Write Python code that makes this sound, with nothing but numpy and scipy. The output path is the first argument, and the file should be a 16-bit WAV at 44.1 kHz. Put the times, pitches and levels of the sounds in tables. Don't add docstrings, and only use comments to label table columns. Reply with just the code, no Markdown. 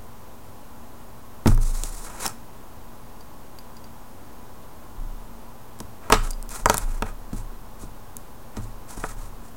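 import sys
import numpy as np
from scipy import signal
from scipy.fft import rfft, irfft
from scipy.io import wavfile

SR = 44100
rng = np.random.default_rng(int(sys.argv[2]) if len(sys.argv) > 2 else 0)


def to_wav(sig):
    pcm = np.clip(np.atleast_2d(sig), -1, 1) * 32767
    pcm = np.round(pcm).astype(np.int16)
    wavfile.write(sys.argv[1], SR, pcm.T)


N = 421596
T = np.arange(N) / SR

# frequency_hz, density_db
AIR_SPECTRUM = [(15, -5), (27, 2.5), (40, -8), (60, -6), (100, -6.5), (145, -14), (230, -11), (400, -15),
                (1000, -15.5), (1400, -22.5), (2100, -30), (4500, -34), (10000, -34.5), (15500, -32)]
# pitch_hz, width_hz, level_db
HUM_LINES = [(120.2, 4.3, -58.5), (230.5, 4.3, -56.5), (854, 14, -63), (999, 20, -61.5), (1090, 12, -64.5),
             (1426, 7.2, -73), (6590, 33, -75.5), (9873, 3, -76)]
# frequency_hz, density_db
ROOM_SPECTRUM = [(100, 6.5), (500, -11), (1500, 0), (4000, -3.5), (16000, -6.0)]
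# start_s, level_db
TABLE_SHOVES = [(1.493, -7.5), (4.977, -22.5), (6.118, -14), (6.615, -21), (6.825, -15.5), (7.327, -22.5),
                (7.811, -34), (8.572, -26.5), (8.973, -27.5), (9.161, -31)]
# frequency_hz, density_db
FRAME_SPECTRUM = [(30, -16), (70, -15), (105, -1), (135, -14), (250, -21), (600, -70)]
# start_s, length_s, hiss_db, drag_db
PAPER_STROKES = [(1.448, 0.06, -38, -40), (1.596, 0.11, -40, -50.5), (1.716, 0.34, -42.5, -50),
                 (2.04, 0.2, -48, -43.5), (2.191, 0.038, -31, -32.5), (2.223, 0.035, -29.5, -27),
                 (6.017, 0.091, -60, -44.5), (6.097, 0.051, -38, -24), (6.217, 0.053, -39, -38.5),
                 (6.486, 0.11, -39.5, -42), (6.665, 0.16, -43.5, -41), (6.858, 0.12, -52.5, -51),
                 (7.043, 0.035, -47.5, -38), (7.311, 0.095, -50.5, -54), (7.783, 0.043, -46, -55),
                 (8.541, 0.038, -50, -42.5), (8.604, .045, -49.5, -55), (8.871, 0.077, -44, -45.5),
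                 (8.95, 0.16, -47, -47.5), (9.161, 0.098, -50, -50), (9.42, 0.069, -55.5, -57)]
# frequency_hz, density_db
HISS_SPECTRUM = [(1000, -21), (2250, -9.5), (3000, -15), (4000, -6), (5000, -5.5), (6500, -0.5),
                 (8000, 1.5), (10500, -1.5), (13000, -10), (16000, -11), (24000, -18)]
# frequency_hz, density_db
DRAG_SPECTRUM = [(100, -19), (230, 1), (450, 1), (650, 2), (1000, 5), (1350, 1.5), (2000, -16.5),
                 (3000, -12), (5000, -41)]
# frequency_hz, density_db
RASP_SPECTRUM = [(1200, -19), (2200, 1), (3000, -14), (4000, 5), (4600, -11), (5300, -3), (7000, -10),
                 (16000, -36)]
# frequency_hz, density_db
CRACK_SPECTRUM = [(800, -3), (2000, -11.5), (3200, -3.5), (4500, -6), (6500, 2.5), (8500, 0.5), (11000, -4),
                  (16000, -8.5), (24000, -18)]
# start_s, level_db
PAPER_CLICKS = [(1.547, -40.5), (2.279, -29.5), (5.790, -48), (6.237, -47), (6.307, -34), (6.311, -34.5),
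                (6.427, -39), (6.492, -39), (6.507, -41), (6.771, -26), (8.168, -33)]
# start_s, level_db
NAIL_TAPS = [(3.208, -51.5), (3.587, -45.5), (3.768, -49), (3.842, -50), (6.308, -44), (6.333, -46),
             (6.659, -37.5), (6.688, -36)]
# pitch_hz, level_db, t60_s
BLADE_MODES = [(4510, 3, 0.016), (4730, 4.5, 0.06), (4870, 5, 0.035), (5860, -4, 0.028), (13020, -4, .06)]
# pitch_hz, level_db, t60_s
TOP_MODES = [(51, -7, 0.12), (83.3, -13, 0.15), (109.7, -11.5, 0.44), (150, -2.5, 0.055), (213.3, -2, 0.1),
             (271.5, -8.5, 0.072), (319, -13.5, 0.12), (374, -15, 0.064), (440, -6, 0.081),
             (551, -14, 0.069), (608, -10, 0.057), (663, -6.5, 0.044), (761, -10, 0.095),
             (831, -12.5, 0.11), (948, 1, 0.035), (942, -4, 0.05), (1065, -5.5, 0.054), (1238, -6, 0.066),
             (1297, 9.5, 0.016), (1472, -10.5, 0.071), (1660, -0.5, 0.027), (1783, -24, 0.011),
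             (1916, 2, 0.022), (2190, -5.5, 0.027), (2460, 0.5, 0.014)]
BENDING_MODES, UPPER_MODES = TOP_MODES[:8], TOP_MODES[8:]
# start_s, strength_db, hardness (0 to 1), crack_db, crack_hz
TABLE_BLOWS = [(1.4594, -4.5, 0.18, -32.5, 2530), (1.4721, -8.5, 0.15, -29.5, 6700),
               (1.4764, -9, .24, -27, 7000), (1.516, -22, 0.33, -56, 7000), (1.576, -25, 0.36, -45, 5500),
               (1.836, -31, .4, -27.5, 8050), (2.263, -31, 0.64, -23, 7050),
               (5.803, -24.5, 0.36, -36.5, 6900), (6.101, -16, 0.8, -32.5, 8950),
               (6.1226, -4, 0.78, -13, 7500), (6.1252, -4.5, 0.62, -13, 3400),
               (6.658, -9.5, 0.85, -21, 8600), (6.698, -11, 0.95, -15, 6160),
               (6.743, -16, 0.55, -24.5, 8600), (6.7801, -34, 0.4, -21.5, 10200),
               (7.0233, -14.5, 0.53, -30, 2700), (7.331, -23.5, 0.07, -47.5, 7000),
               (7.832, -33.5, 0, -58, 9000), (8.569, -25, 0.06, -42.5, 7440), (8.975, -29, 0.07, -49, 7000),
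               (9.0392, -22.5, 0.85, -59, 7000)]

CENTRE_HZ = 8000


def undb(db):
    return 10 ** (np.asarray(db) / 20)


def unit(x):
    return x / np.sqrt(np.mean(x ** 2))


def onset_level(x, db):
    head = x[:int(.016 * SR)]
    return x * undb(db) / np.sqrt(2 * np.mean(head ** 2))


def add(track, start_s, x):
    i = int(start_s * SR)
    track[i:i + len(x)] += x[:N - i]


def noise(spectrum, size=N, shift=1):
    hz, db = np.transpose(spectrum)
    bins_hz = np.maximum(np.fft.rfftfreq(size, 1 / SR), 1)
    gain = undb(np.interp(np.log(bins_hz / shift), np.log(hz), db))
    return unit(irfft(rfft(rng.standard_normal(size)) * gain, size))


def wander(rate_hz):
    knots = rng.standard_normal(4096)
    return np.interp(T * rate_hz % (len(knots) - 1), np.arange(len(knots)), knots)


def decay(t, t60_s):
    return np.exp(-np.log(1000) * t / t60_s)


def ring(modes, t, scatter_db, corner_hz=SR):
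    hz, db, t60_s = np.transpose(modes)[:, :, None]
    share = undb(db + scatter_db * rng.standard_normal(hz.shape)) / np.sqrt(1 + (hz / corner_hz) ** 4)
    lag = rng.random(hz.shape) / hz
    age = np.maximum(t - lag, 0)
    return np.sum(share * decay(age, t60_s) * np.sin(2 * np.pi * hz * age), axis=0)


def fan(air_db=-44.5, waver_db=2.2, drift_rad=0.89):
    out = undb(air_db) * noise(AIR_SPECTRUM)
    for hz, width_hz, db in HUM_LINES:
        phase = 2 * np.pi * hz * T + drift_rad * wander(2 * width_hz)
        out += undb(db) * unit(undb(waver_db * wander(width_hz)) * np.sin(phase))
    return out


def room(x, wet_db=-17, t60_s=0.33, wall_delay_s=0.00555):
    t = T[:SR // 2]
    tail = noise(ROOM_SPECTRUM, len(t)) * decay(t, t60_s) * (t > wall_delay_s)
    return x + undb(wet_db) * signal.fftconvolve(x, tail / np.sqrt(np.sum(tail ** 2)))[:N]


def table_rocking(leg_hz=26.74, rock_t60_s=1.24, rumble_t60_s=1.0, rise_s=0.0084):
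    out, t = np.zeros(N), T[:2 * SR]
    for start_s, db in TABLE_SHOVES:
        rock = undb(db) * decay(t, rock_t60_s) * np.sin(2 * np.pi * leg_hz * t)
        rumble_db = -36 + 0.3 * db
        rumble = undb(rumble_db) * decay(t, rumble_t60_s) * noise(FRAME_SPECTRUM, len(t))
        add(out, start_s, (1 - np.exp(-t / rise_s)) * (rock + rumble))
    return out


def rubbing(attack_s=0.032, release_t60_s=0.14, hiss_hz=7860):
    hiss_power, drag_power, t = np.zeros(N), np.zeros(N), T[:SR]
    for start_s, length_s, hiss_db, drag_db in PAPER_STROKES:
        speed = np.minimum(t / attack_s, 1) * decay(np.maximum(t - length_s, 0), release_t60_s)
        add(hiss_power, start_s, (speed * undb(hiss_db)) ** 2)
        add(drag_power, start_s, (speed * undb(drag_db)) ** 2)
    roughness = unit(undb(wander(25) + 3 * wander(120) + 1.5 * wander(1500)))
    force = np.sqrt(drag_power) * roughness
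    upper = unit(ring(UPPER_MODES, t, scatter_db=0.5))
    bending = undb(-9) * unit(ring(BENDING_MODES, t, scatter_db=4.5))
    top_response = (upper + bending) / np.sqrt(len(t))
    murmur = signal.fftconvolve(force * rng.standard_normal(N), top_response)[:N]
    rasp = undb(4.5) * force ** 1.5 * noise(RASP_SPECTRUM)
    hiss = np.sqrt(hiss_power) * roughness * noise(HISS_SPECTRUM, shift=hiss_hz / CENTRE_HZ)
    drag = force * noise(DRAG_SPECTRUM)
    return hiss + undb(-3) * (murmur + drag) + rasp


def crack(t, db, centre_hz, rattle_t60_s):
    snap = undb(5) * decay(t, 0.0024)
    tail = undb(-24) * decay(t, 0.037)
    envelope = snap + decay(t, rattle_t60_s) + tail
    return onset_level(noise(CRACK_SPECTRUM, len(t), shift=centre_hz / CENTRE_HZ) * envelope, db)


def paper_clicks(cutoff_hz=4800):
    out, t = np.zeros(N), T[:SR // 5]
    highpass = signal.butter(2, cutoff_hz, "high", fs=SR, output="sos")
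    for start_s, db in PAPER_CLICKS:
        click = crack(t, db, centre_hz=9050, rattle_t60_s=0.004)
        add(out, start_s, signal.sosfilt(highpass, click))
    return out


def blade_pings(grip_spread=0.0093):
    out, t = np.zeros(N), T[:SR // 5]
    for start_s, db in NAIL_TAPS:
        detune = 1 + grip_spread * rng.standard_normal()
        ping = onset_level(ring(BLADE_MODES, t * detune, scatter_db=3.5), db)
        add(out, start_s, ping + crack(t, db - 3.5, centre_hz=5850, rattle_t60_s=0.018))
    return out


def table_knocks(soft_corner_hz=730, hard_corner_hz=1470):
    out, t = np.zeros(N), T[:SR // 3]
    for start_s, db, hardness, crack_db, crack_hz in TABLE_BLOWS:
        corner_hz = soft_corner_hz * (hard_corner_hz / soft_corner_hz) ** hardness
        thump_db = db - 23 * hardness
        knock_db = db + 3 * hardness - 19 * (1 - hardness)
        thump = onset_level(ring(BENDING_MODES, t, scatter_db=2.5), thump_db)
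        knock = onset_level(ring(UPPER_MODES, t, scatter_db=1.5, corner_hz=corner_hz), knock_db)
        add(out, start_s, thump + knock + crack(t, crack_db, crack_hz, rattle_t60_s=0.016))
    return out


def scene():
    handling = table_knocks() + paper_clicks() + blade_pings() + rubbing()
    return (room(handling) + table_rocking() + fan())[None]


def record(dry):
    clip_level, top_hz, dc_offset = 0.59, 16000, -0.0138
    clipped = dry / (1 + (dry / clip_level) ** 8) ** (1 / 8)
    lowpass = signal.ellip(8, .1, 50, top_hz, fs=SR, output="sos")
    return dc_offset + signal.sosfiltfilt(lowpass, clipped)


dry = scene()
out = record(dry)
to_wav(out)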